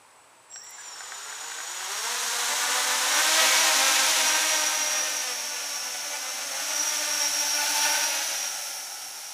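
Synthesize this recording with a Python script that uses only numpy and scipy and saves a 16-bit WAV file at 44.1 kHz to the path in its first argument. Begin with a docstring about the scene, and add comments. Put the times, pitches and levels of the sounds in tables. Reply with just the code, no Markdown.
"""On a quiet lawn, a home-built drone spins up, lifts off, hovers close by and climbs away overhead.
Its four three-bladed propellers buzz, one slap of air for each passing blade, and churn the air into a
hiss. The motors whine as their current switches on and off, and their bells (the spinning metal caps)
ring. At first the motors clack and squeal, the wooden frame knocks and the blade tips clip the grass.
Later, as the drone sweeps past, the air it blows down puffs against the microphone."""
import sys
import numpy as np
from scipy import signal
from scipy.fft import rfft, irfft, next_fast_len
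from scipy.io import wavfile
from scipy.ndimage import uniform_filter1d

SR = 44100
rng = np.random.default_rng(int(sys.argv[2]) if len(sys.argv) > 2 else 0)


def store_wav(level_fs):
    """Save 16-bit WAV to argv[1]."""
    pcm = np.round(np.clip(np.atleast_2d(level_fs), -1, 1) * 32767)
    wavfile.write(sys.argv[1], SR, pcm.T.astype(np.int16))


N = 411453
TIME = np.arange(N) / SR
FFT_SIZE = next_fast_len(N, True)
BIN_HZ = np.maximum(np.arange(FFT_SIZE // 2 + 1) * SR / FFT_SIZE, 1)

START_S, SPIN_UP_S, HOVER_TURNS_PER_S, BLADES = .49, .3, 95, 3
LIFTING_S = (2.0, 3.4)   # the drone grows light and leaves the lawn
PASS_S = (7.15, 7.82, 8.35)   # it sweeps past: begins, closest, ends
OVERHEAD_S = (7.8, 8.7)   # it climbs overhead, where its frame hides the motors
LEAVING_S = (8.2, 8.7)   # it turns its underside to the microphone

# Levels in the tables are relative: the functions add their own gains.
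# speed asked of the rotors; one pair works harder to keep the drone level:
# (time [s], rotor 1 [turns/s], rotor 2 [turns/s], rotor 3 [turns/s], rotor 4 [turns/s])
ASKED_SPEEDS = [(.49, 45.5, 44.8, 43.6, 42), (1.6, 55, 53.8, 52.2, 50.5), (1.8, 62.5, 61.5, 59.5, 58),
                (2.1, 80, 79, 77, 75), (2.57, 99, 83, 81, 78), (2.72, 96.5, 85, 83.5, 82),
                (3.08, 100, 86, 84.5, 82), (3.22, 103, 101, 88, 85), (3.38, 108, 105.5, 86, 84),
                (3.7, 106, 102, 88, 86), (3.85, 106.5, 103, 89, 87.5), (4.22, 105.5, 103, 87, 84.5),
                (4.5, 104.3, 102.8, 88.3, 86.5), (4.8, 102.3, 101, 88.8, 87.3),
                (5.15, 102.3, 100.5, 86.7, 85.5), (5.35, 98.5, 96, 81.4, 82.2), (5.8, 98, 95.6, 82.4, 83),
                (6.2, 97.5, 95, 84.8, 84), (6.5, 96, 94, 87.2, 86), (6.66, 101.5, 98, 93, 91),
                (6.85, 103, 101, 99.5, 95), (7.1, 100, 98.7, 97.5, 94), (7.42, 101, 99, 97, 95),
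                (7.65, 99.6, 98, 97, 94), (8.0, 102.5, 100.5, 98.5, 95), (8.15, 106, 104.5, 94, 92),
                (8.33, 107, 105, 93.5, 91.5), (8.52, 98, 96, 94, 91), (8.8, 99.3, 97.5, 95, 90),
                (9.33, 99.6, 98, 92, 88.5)]
# how much each rotor wanders as the flight controller nudges it: (share of its speed [0-1])
SPEED_WANDER = (.008, .011, .005, .012)
# how far the drone is from the microphone: (time [s], distance [m])
DISTANCE = [(0, 1.3), (3, 1.104), (4.5, 1.236), (6, 1.14), (7.4, 0.87), (8.1, 1.09), (8.7, 1.42),
            (9.33, 3.2)]
# from on the lawn (0) to above the microphone (1): (time [s], share aloft [0-1])
ALOFT = [(0, 0.035), (2.8, 0.014), (3.5, 0.45), (4.5, 0.48), (5.4, 0.88), (7.1, 0.63), (7.7, 0.91),
         (9.33, 1)]
# rotors beam their noise along their axes, so they are quieter edge-on: (time [s], level [dB])
BEAM = [(.5, -5.5), (2.0, -4.5), (3.1, -2.5), (3.4, 0.25), (4.2, -0.5), (4.8, -6), (5.5, -11.5),
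        (6.3, -12.5), (6.8, -11), (7.5, -10), (7.78, -5), (8.3, -9), (8.8, -12.5), (9.33, -9.5)]
# how much louder the faster pair of rotors buzzes than the slower pair: (time [s], extra level [dB])
PAIR_BALANCE = [(.5, 8), (1.6, 11), (1.95, -2), (3.05, 2.5), (3.5, 3), (3.9, -6.5), (4.4, 8), (4.9, -0.5),
                (5.5, -2), (9.33, -2)]

# quiet outdoor air: (frequency [Hz], level [dB])
OUTDOOR_COLOUR = [(25, -34), (60, -25), (110, -9), (160, -17), (300, -11.5), (500, -7.5), (950, -1),
                  (1850, -10.5), (2450, -10.5), (3300, -16), (6500, -18.5), (9000, -13), (11500, -27),
                  (15000, -30)]
# puffs of air on the microphone: (time [s], peak level [dB], rise and fall time [s])
PUFFS = [(7.163, -58, 0.04), (7.307, -62, 0.032), (7.44, -66, 0.035), (7.73, -77, .04), (7.89, -60, 0.082)]
# the rumble of those puffs: (frequency [Hz], level [dB])
PUFF_COLOUR = [(25, -10), (60, 4), (120, 8), (200, 7), (400, -25), (1000, -62)]
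# blade tips clipping grass: (time [s], level [dB])
GRASS_SNIPS = [(0.638, -39), (0.666, -50), (0.6934, -37), (0.7069, -31), (0.8071, -45), (0.8939, -48),
               (0.9124, -46), (0.9967, -43)]
# the frame knocking on the ground: (time [s], level [dB])
KNOCKS = [(0.5594, -38), (1.007, -31.5), (1.1207, -30), (1.2929, -50), (1.3262, -30), (1.3817, -51),
          (1.518, -30), (1.5868, -32), (1.603, -29), (1.8068, -31)]
# the notes the wooden frame rings at: (frequency [Hz], level [dB], time to fade by 60 dB [s])
FRAME_MODES = [(775, -9.5, 0.067), (1280, -26, 0.018), (1570, -1.5, 0.029), (1820, -4.5, 0.027),
               (1980, -19, .02), (3360, -9, 0.0087)]

# motors jerking into motion: (time [s], level [dB])
CLACKS = [(.523, -46), (.559, -37), (.643, -44.5), (.668, -44), (.81, -43.5), (.84, -42.5)]
# a motor breaking loose: (start [s], end [s], first pitch [Hz], last pitch [Hz], level [dB])
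SQUEALS = [(.57, .67, 1570, 2030, -55), (0.656, 0.798, 1900, 2220, -54), (0.778, 0.829, 1670, 1660, -44)]
# shaft tones from unbalance and from the 14 magnets: (rate [cycles/turn], level [dB])
SHAFT_TONES = [(2, -25), (4, -18.5), (7, -6.5), (8, -7), (14, -1.5)]
# the notes the motor bells ring at: (frequency [Hz], width [Hz], level [dB])
BELL_MODES = [(5726, 40, 1.5), (5507, 177, -0.5), (5640, 66, -4.5)]
# the magnetic ripple behind the bells' rough ringing: (time [s], level [dB])
RIPPLE_LEVEL = [(.5, -24), (2.0, -14), (3.3, -14), (4.1, -16), (4.7, -4), (5.12, -9), (5.28, -5.5),
                (6.0, -9.5), (6.6, -26), (6.72, -1), (7.0, -8), (7.25, 1), (7.4, 1), (7.65, -1.5),
                (7.9, -2), (8.15, -3), (8.6, -13), (9.33, -17)]
# the loudest bell singing as ripple stays near its note: (time [s], pitch [Hz], level [dB])
BELL_WHISTLE = [(3.0, 5520, -60), (3.09, 5620, -38), (3.145, 5735, -26.5), (3.2, 5960, -44),
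                (3.52, 5880, -48), (3.6, 5745, -25.5), (3.68, 5880, -44), (3.9, 5940, -38),
                (4.18, 5800, -37), (4.27, 5730, -29), (4.38, 5775, -32), (4.55, 5785, -27.5),
                (4.67, 5750, -31), (4.73, 5890, -33), (4.8, 5700, -30), (4.87, 5755, -31),
                (4.99, 5750, -25), (5.05, 5900, -38), (5.11, 5815, -33), (5.18, 5825, -32),
                (5.26, 5620, -39), (5.42, 5750, -42), (5.7, 5720, -40), (6.15, 5820, -46), (6.6, 5700, -52),
                (6.76, 5725, -33), (6.82, 5820, -28), (6.87, 5730, -28), (6.97, 5690, -38),
                (7.33, 5540, -38), (7.41, 5760, -23.5), (7.47, 5600, -38), (7.55, 5755, -29),
                (7.65, 5720, -40), (7.8, 5740, -30), (7.92, 5610, -33), (8.03, 5615, -32),
                (8.06, 5740, -22.5), (8.1, 5875, -36), (8.22, 5880, -37), (8.3, 5950, -36),
                (8.44, 5665, -33), (8.5, 5690, -34), (8.6, 5690, -52), (9.33, 5700, -60)]
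# tones of the whine: (multiple of the switching rate [x], shift [cycles/turn], level [dB])
WHINE_TONES = [(1, -14, -7.5), (1, 14.5, -16.5), (1, 2, -17.5), (1, -24.5, -18), (2, -17, -31)]
# how strong the whine is: (time [s], level [dB])
WHINE_LEVEL = [(.5, -1), (.8, -2), (1.1, -2), (1.76, 2), (1.86, -2), (2.03, 0), (2.5, 0.5), (3.3, -3),
               (4.5, 2), (6, -0.5), (9.33, 4)]

# the low, middle and top band of the churned air: (low edge [Hz], high edge [Hz])
AIR_BANDS = [(700, 2500), (2500, 5200), (9200, 14500)]
# loudness of each band: (level in a hover at 1 m [dB], rise per doubled speed [dB], beam weight [x])
AIR_LEVELS = [(-29, 8.5, 1.21), (-25.5, 12.5, 1.19), (-33, 16, 0.71)]
# propeller sound heard from above, on the lawn: (frequency [Hz], level [dB])
COLOUR_ABOVE = [(90, -58), (200, -5), (400, -6.5), (700, -3), (950, 5.5), (1200, 2.5), (1600, 2.5),
                (2500, -4.5), (3900, -2), (4700, -5.5), (6500, -1), (8000, -4.5), (11000, -11),
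                (15000, -18.5)]
# the same from beside, in the air: (frequency [Hz], level [dB])
COLOUR_BESIDE = [(170, -17), (420, -9.5), (600, -4), (830, 1.5), (1130, -9), (1450, -1), (1900, -3),
                 (2300, -0.5), (4600, -3.5), (6200, -0.5), (8200, -11), (9600, -8), (12500, -14),
                 (15000, -19)]
# the same from close underneath: (frequency [Hz], level [dB])
COLOUR_CLOSE = [(170, -29), (420, -13), (600, -8), (750, 4), (890, 5), (1130, -8.5), (1490, 1.5),
                (2050, -6.5), (2420, -2), (3400, -5.5), (4600, -3), (6200, -0.5), (8200, -7), (9600, -1.5),
                (12500, -7), (15000, -9)]
# the same from far beneath: (frequency [Hz], level [dB])
COLOUR_BENEATH = [(100, -63), (170, -33), (282, -17), (504, -19), (575, -16.5), (643, -30), (776, -4),
                  (1150, -23), (1360, -9.5), (1870, -14), (2300, -12), (3610, -12.5), (4960, -9.5),
                  (5550, -2.5), (8080, -8.5), (9930, -2.5), (15000, -10)]
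# how the blade tones stand out from those colours: (frequency [Hz], boost [dB])
BLADE_BOOST = [(90, -5), (190, -16), (290, 3.5), (400, 14), (540, 16.5), (900, 11), (1500, 13),
               (2500, 12.5), (4500, 4), (9000, 1)]
# change to the low blade tones just above the lawn: (frequency [Hz], boost [dB])
GROUND_BOOST = [(230, -10), (310, 2.5), (460, 4.5), (570, -3.5), (750, 4.5), (1000, 0), (1500, 1)]
# blade tones surge as the blades bite harder: (time [s], level [dB])
BLADE_BITE = [(.5, 0), (1.4, 1.5), (2.0, -.5), (2.6, 1), (3.1, -1), (3.45, 1.5), (4.05, -3.5), (4.6, 1.5),
              (5.3, 0), (6.5, -0.5), (7.4, -1), (7.85, 3), (8.4, -3), (9.33, -5.5)]
# blade sound bouncing off the arms and the ground: (delay [s])
ECHO_DELAYS = (.0007, .0016, .0027)
# blades cutting through their own wake: (time [s], half-length [s], centre [Hz], level [dB])
RASPS = [(3.413, 0.033, 2900, -25.5), (3.545, 0.054, 2090, -30), (3.883, .006, 6200, -27),
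         (3.963, 0.011, 2200, -29), (7.83, .012, 3300, -28.5)]


def from_db(db):
    """Turn decibels into a gain to multiply by."""
    return 10 ** (np.asarray(db) / 20)


def rms_one(x):
    """Scale a signal so that its average level (rms) is 1."""
    return x / np.sqrt(np.mean(x ** 2) + 1e-20)


def running_rms(x, size):
    """Average level over a sliding window of samples."""
    return np.sqrt(np.maximum(uniform_filter1d(x ** 2, size), 0) + 1e-5 * np.mean(x ** 2))


def sine(cycles):
    """A pure tone, from a running count of its cycles."""
    return np.sin(2 * np.pi * cycles)


def in_time(rows):
    """Join a table's points in time: one curve for each column after the first."""
    times, *columns = np.transpose(rows)
    return [np.interp(TIME, times, column) for column in columns]


def gains(points):
    """Turn a colour table (how loud each frequency is) into a gain for every frequency."""
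    hz, db = np.transpose(points)
    return from_db(np.interp(np.log(BIN_HZ), np.log(hz), db))


def colour(x, gain):
    """Filter a signal with a gain for every frequency."""
    return irfft(rfft(x, FFT_SIZE) * gain, FFT_SIZE)[:N]


def noise(gain):
    """Filtered noise with an average level of 1."""
    return rms_one(colour(rng.standard_normal(N), gain))


def resonance(hz, width_hz):
    """The filter of something that rings at one note; 1 at its peak."""
    return 1 / (1 + 1j * (BIN_HZ ** 2 - hz ** 2) / (BIN_HZ * width_hz))


def drift(rate_hz, step=40):
    """A smooth random wander, about 1 in size; a higher rate wanders faster."""
    pole = np.exp(-2 * np.pi * step * rate_hz / SR)
    kicks = rng.standard_normal(N // step + 2002)
    slow = signal.lfilter([1], [1, -2 * pole, pole * pole], kicks)[2000:]   # skip the settling
    return np.interp(np.arange(N) / step, np.arange(len(slow)), rms_one(slow))


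def rotor_speeds():
    """Turns per second of each rotor, building up gradually at the start."""
    spun_up = 1 - np.exp(-np.maximum(TIME - START_S, 0) / SPIN_UP_S)
    return np.maximum(np.array(in_time(ASKED_SPEEDS)) * spun_up, 1)


def rotor_turns(nudge_hz=8):
    """How far each rotor has turned; the flight controller keeps nudging the speeds."""
    return [rng.random() + np.cumsum(speed * (1 + wander * drift(nudge_hz))) / SR
            for speed, wander in zip(rotor_speeds(), SPEED_WANDER)]


def loudness(hover_db, doubling_db, beam_weight=0):
    """Gain of a sound that grows with rotor speed, fades with distance and can follow the beam."""
    doublings = np.log2(rotor_speeds().mean(axis=0) / HOVER_TURNS_PER_S)
    db = hover_db + doubling_db * doublings + beam_weight * in_time(BEAM)[0]
    return from_db(db) / in_time(DISTANCE)[0]


def progress(span_s):
    """0 before a stretch of time, rising to 1 at its end."""
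    return np.interp(TIME, span_s, [0, 1])


def rotor_gains(rotor_db):
    """Gain of each rotor as the loudness shifts between the faster and the slower pair."""
    shift_db = in_time(PAIR_BALANCE)[0] / 2
    return [from_db(db + side * shift_db) for db, side in zip(rotor_db, (1, 1, -1, -1))]


def directions():
    """The propellers' colour from four sides, each with its share over time."""
    aloft = np.clip(in_time(ALOFT)[0], 0, 1)
    beneath = progress(LEAVING_S)
    close = np.interp(TIME, PASS_S, [0, 1, 0]) * (1 - beneath)
    rest = 1 - beneath - close
    return [(gains(COLOUR_ABOVE), (1 - aloft) * rest), (gains(COLOUR_BESIDE), aloft * rest),
            (gains(COLOUR_CLOSE), close), (gains(COLOUR_BENEATH), beneath)]


def outdoors(level_db=-55):
    """The soft, steady hush of the open air."""
    return from_db(level_db) * noise(gains(OUTDOOR_COLOUR))


def air_puffs(gain_db=-1):
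    """A low rumble swells and fades with each puff the rotors blow across the microphone."""
    swell = sum(from_db(db + gain_db) * np.exp(-np.abs(TIME - s) / fade_s) for s, db, fade_s in PUFFS)
    return swell * noise(gains(PUFF_COLOUR))


def ticks(rows, band_hz, decay_s, gain_db, size=1000):
    """Small, dry hits: each is a burst of noise that dies away at once."""
    bursts = np.zeros(N)
    fade = np.exp(-TIME[:size] / decay_s)
    for s, db in rows:
        at = round(s * SR)
        bursts[at:at + size] += from_db(db + gain_db) * rng.standard_normal(size) * fade
    return signal.sosfilt(signal.butter(2, band_hz, "band", fs=SR, output="sos"), bursts)


def frame_knocks(gain_db=2, low_cut_hz=800):
    """The wooden frame taps the ground and rings; its thin arms give off no bass."""
    taps, wood = np.zeros(N), 0
    for s, db in KNOCKS:
        taps[round(s * SR)] = from_db(db + gain_db)
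    for hz, db, fade_s in FRAME_MODES:
        decay, angle = from_db(-60 / (fade_s * SR)), 2 * np.pi * hz / SR   # both per sample
        feedback = [1, -2 * decay * np.cos(angle), decay * decay]
        wood += from_db(db) * signal.lfilter([0, np.sin(angle)], feedback, taps + 1e-18)
    return signal.sosfilt(signal.butter(2, low_cut_hz, "high", fs=SR, output="sos"), wood)


def idle_whistle(hz=7870, width_hz=110, level_db=-66):
    """The thin whistle of the electronics, switched on and waiting."""
    return from_db(level_db) * noise(resonance(hz, width_hz) ** 2)


def start_ring(level_db=-44, peak_s=.548, attack_s=.025, decay_s=0.18, hz=5660, width_hz=270):
    """The jolt of starting rings the motor bells; the ring swells and dies away."""
    swell = np.exp(np.minimum((TIME - peak_s) / attack_s, (peak_s - TIME) / decay_s))
    return from_db(level_db) * swell * noise(resonance(hz, width_hz) ** 2)


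def motor_squeals(waver=0.018, scratch_db=3):
    """A motor breaks loose with short, scratchy squeals."""
    out = 0
    for start, end, first_hz, last_hz, db in SQUEALS:
        along = np.clip((TIME - start) / (end - start), 0, 1)
        hz = (first_hz + (last_hz - first_hz) * along) * (1 + waver * drift(65))
        swell = np.sqrt(np.abs(np.sin(np.pi * along)))
        out += from_db(db + scratch_db * drift(120)) * swell * sine(np.cumsum(hz) / SR)
    return out


def motor_growl(rotors, level_db=-50, loudest_turns_per_s=44, span_turns_per_s=5, tugs_per_turn=30):
    """The magnets' tugging makes a tone that rises with speed and is loud only around one speed."""
    off_peak = (rotor_speeds().mean(axis=0) - loudest_turns_per_s) / span_turns_per_s
    return sine(tugs_per_turn * rotors[2]) * from_db(level_db + 2 * drift(25)) / (1 + off_peak ** 2)


def shaft_tones(rotors, level_db=-45, waver_db=3, rotor_db=(-3, -4, 0, -10), beneath_db=7):
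    """The shafts shake the wooden arms once aloft; one tone stands out from beneath."""
    out = 0
    for per_turn, db in SHAFT_TONES:
        tone = sum(sine(per_turn * turns) * from_db(motor_db + waver_db * drift(4.2))
                   for turns, motor_db in zip(rotors, rotor_db))
        out += tone * from_db(db + beneath_db * progress(LEAVING_S) * (per_turn == 8))
    return out * np.clip(in_time(ALOFT)[0], 0, .7) * loudness(level_db, doubling_db=14)


def motor_bells(rotors, ripple_db=(-34, -35, -44, -47), flare_db=3, wobble_hz=24, per_turn=56):
    """Magnetic ripple, low switching tones and bearing noise all set the motor bells ringing."""
    ripple = 0
    for db, turns in zip(ripple_db, rotors):
        for rate in (per_turn, per_turn + 1):   # an off-centre bell splits the ripple in two
            flare = from_db(db + flare_db * drift(12))
            wobble = np.cumsum(wobble_hz * drift(39.97)) / SR   # quick throttle changes shake it
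            ripple += flare * sine(rate * turns + wobble)
    ripple *= from_db(in_time(RIPPLE_LEVEL)[0])
    # these tones flare up as they sweep through the bells' notes
    sweeps = sum(from_db(db) * sine(switching_cycles() - rate * turns)
                 for turns in rotors[:2] for rate, db in ((per_turn, -30), (per_turn / 2, -36)))
    sweeps = colour(sweeps, resonance(hz=5640, width_hz=450)) * loudness(0, doubling_db=8.5)
    bearings = loudness(-21, doubling_db=9) * rng.standard_normal(N)
    metal = sum(from_db(db) * resonance(hz, width_hz) for hz, width_hz, db in BELL_MODES)
    near_main_note = resonance(BELL_MODES[0][0], width_hz=800)
    return colour(ripple + sweeps + bearings, metal * near_main_note)


def bell_whistle(gain_db=-3.7, wobble_hz=13, waver_db=2.6):
    """The loudest bell sings one thin, slightly unsteady tone."""
    hz, db = in_time(BELL_WHISTLE)
    tone = np.sqrt(2) * sine(np.cumsum(hz + wobble_hz * drift(30.8)) / SR)
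    return tone * from_db(db + gain_db + waver_db * drift(34)) * (TIME > BELL_WHISTLE[0][0])


def switching_cycles(hz=7637):
    """How many times the motor current has switched on and off so far."""
    return hz * TIME


def motor_whine(rotors, level_db=-36, shade_db=-5, waver_db=1, rotor_db=(-2.5, -5, -3, -11)):
    """The switching tone splits into tones that spread apart as the magnets pass faster."""
    out = 0
    for turns, motor_db in zip(rotors, rotor_db):
        switching = switching_cycles() + rng.random()
        tones = sum(from_db(db) * sine(multiple * switching + round(shift) * turns)
                    for multiple, shift, db in WHINE_TONES)
        out += tones * from_db(motor_db + waver_db * drift(27))
    shaded_db = shade_db * progress(OVERHEAD_S)   # overhead, the arms are in the way
    return np.sqrt(2) * out * loudness(level_db + in_time(WHINE_LEVEL)[0] + shaded_db, doubling_db=1)


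def churned_air(rotors, swish=0.094, flutter_db=0.5, low_cut_hz=600):
    """Swirling air off the blades hisses, swelling at each pass; its colour turns as the drone rises."""
    passes = sum(np.cos(2 * np.pi * BLADES * turns) for turns in rotors) / 4
    air = rng.standard_normal(N) * np.exp(swish * passes) * from_db(flutter_db * drift(40))
    spectrum = rfft(rms_one(air), FFT_SIZE) * BIN_HZ ** 2 / np.hypot(BIN_HZ ** 2, low_cut_hz ** 2)
    log_centres = np.log(np.prod(AIR_BANDS, axis=1)) / 2
    views, out = directions(), 0
    for k, ((low, high), levels) in enumerate(zip(AIR_BANDS, AIR_LEVELS)):
        # each band fades into its neighbours
        band = np.interp(np.log(BIN_HZ), log_centres, np.arange(len(log_centres)) == k)
        level = loudness(*levels)
        for shape, share in views:
            band_rms = np.sqrt(np.mean(shape ** 2 * (BIN_HZ > low) * (BIN_HZ < high)))
            out += irfft(spectrum * shape * band / band_rms, FFT_SIZE)[:N] * share * level
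    return out


def blade_hum(rotors, level_db=-48, shade_db=-11, waver_db=5.5, rotor_db=(-2, 0, -4, -8)):
    """A low tone at the rate the blades pass; it is weak from beneath and when they turn slowly."""
    tone = sum(sine(BLADES * turns) * gain * from_db(waver_db * drift(4.7))
               for gain, turns in zip(rotor_gains(rotor_db), rotors))
    level = loudness(level_db + shade_db * progress(OVERHEAD_S), doubling_db=36, beam_weight=0.79)
    return tone / running_rms(tone, size=9000) * level


def blade_slaps(turns, unequal=0.26, rough=0.047, jitter_s=.000025, gusty_db=2.5):
    """One pulse of pressure per passing blade; the blades differ a little and meet uneven air."""
    chance = rng.standard_normal((4000, 2))
    blade = np.arange(np.ceil(turns[0] * BLADES), turns[-1] * BLADES).astype(int)
    at = np.interp(blade / BLADES, turns, np.arange(N)) + jitter_s * SR * chance[blade, 0]
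    at = np.clip(at, 0, N - 2)
    strength = 1 + unequal * (blade % BLADES - 1) + rough * chance[blade, 1]
    whole, part = at.astype(int), at % 1   # each pulse is shared between two samples
    pulses = np.bincount(whole, strength * (1 - part), N) + np.bincount(whole + 1, strength * part, N)
    return pulses * from_db(gusty_db * drift(9.7))


def blade_rasps(rotors, width_hz=800):
    """Brief runs of harder, brighter slaps as one rotor cuts through its own wake."""
    slaps, out = blade_slaps(rotors[0], gusty_db=-2.5), 0
    for s, half_s, hz, db in RASPS:
        swell = from_db(db) * np.exp(-((TIME - s) / half_s) ** 2)
        out += swell * rms_one(colour(slaps, resonance(hz, width_hz)))
    return out


def with_echoes(x, strength=.3):
    """Short echoes through churning air come and go, so each blade tone swells and fades on its own."""
    return x + sum(strength * drift(11) * np.roll(x, round(s * SR)) for s in ECHO_DELAYS)


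def blade_buzz(rotors, level_db=-32, waver_db=1.08, rotor_db=(0, -2, -.5, -7),
               smear_s=.0015, smear_hz=4000):
    """Fast slaps blend into four buzzes that beat against each other and grow with speed."""
    slaps = sum(gain * with_echoes(blade_slaps(turns))
                for gain, turns in zip(rotor_gains(rotor_db), rotors))
    lifted = progress(LIFTING_S)
    slaps = (1 - lifted) * colour(slaps, gains(GROUND_BOOST)) + lifted * slaps
    # a blade sweeps over its arm from root to tip, drawing each slap out into a short chirp
    chirp = np.exp(-1j * np.pi * smear_s * BIN_HZ ** 2 / smear_hz)
    buzz = sum(share * colour(slaps, gains(BLADE_BOOST) * shape * chirp)
               for shape, share in directions())
    core = colour(buzz, (BIN_HZ > 400) & (BIN_HZ < 1000))   # this band sets the level
    surge_db = level_db + in_time(BLADE_BITE)[0] + waver_db * drift(6.4)
    return buzz / running_rms(core, size=7000) * loudness(surge_db, doubling_db=16, beam_weight=1)


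def scene(onset_s=0.022):
    """The drone over a quiet lawn, the same in both ears."""
    rotors = rotor_turns()
    running = np.clip((TIME - START_S) / onset_s, 0, 1)
    propellers = blade_hum(rotors) + blade_buzz(rotors) + churned_air(rotors) + blade_rasps(rotors)
    motors = motor_whine(rotors) + motor_bells(rotors) + start_ring() + bell_whistle()
    motors += motor_growl(rotors) + shaft_tones(rotors)
    drone = running * (propellers + motors) + motor_squeals() + (1 - running) * idle_whistle()
    clacks = ticks(CLACKS, band_hz=(1500, 5200), decay_s=0.006, gain_db=3)
    snips = ticks(GRASS_SNIPS, band_hz=(8000, 14000), decay_s=0.0036, gain_db=-4.5)
    mix = outdoors() + air_puffs() + snips + clacks + frame_knocks() + drone
    return np.array([mix, mix])


def record(dry, bass_hz=55, hiss_db=-92, top_hz=15400):
    """The microphone loses deep bass, each channel adds faint hiss, and the highest treble is cut."""
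    thin = signal.sosfilt(signal.butter(2, bass_hz, "high", fs=SR, output="sos"), dry)
    hissy = thin + from_db(hiss_db) * rng.standard_normal((2, N))
    return signal.sosfilt(signal.ellip(12, .1, 80, top_hz, fs=SR, output="sos"), hissy)


dry = scene()
out = record(dry)
store_wav(out)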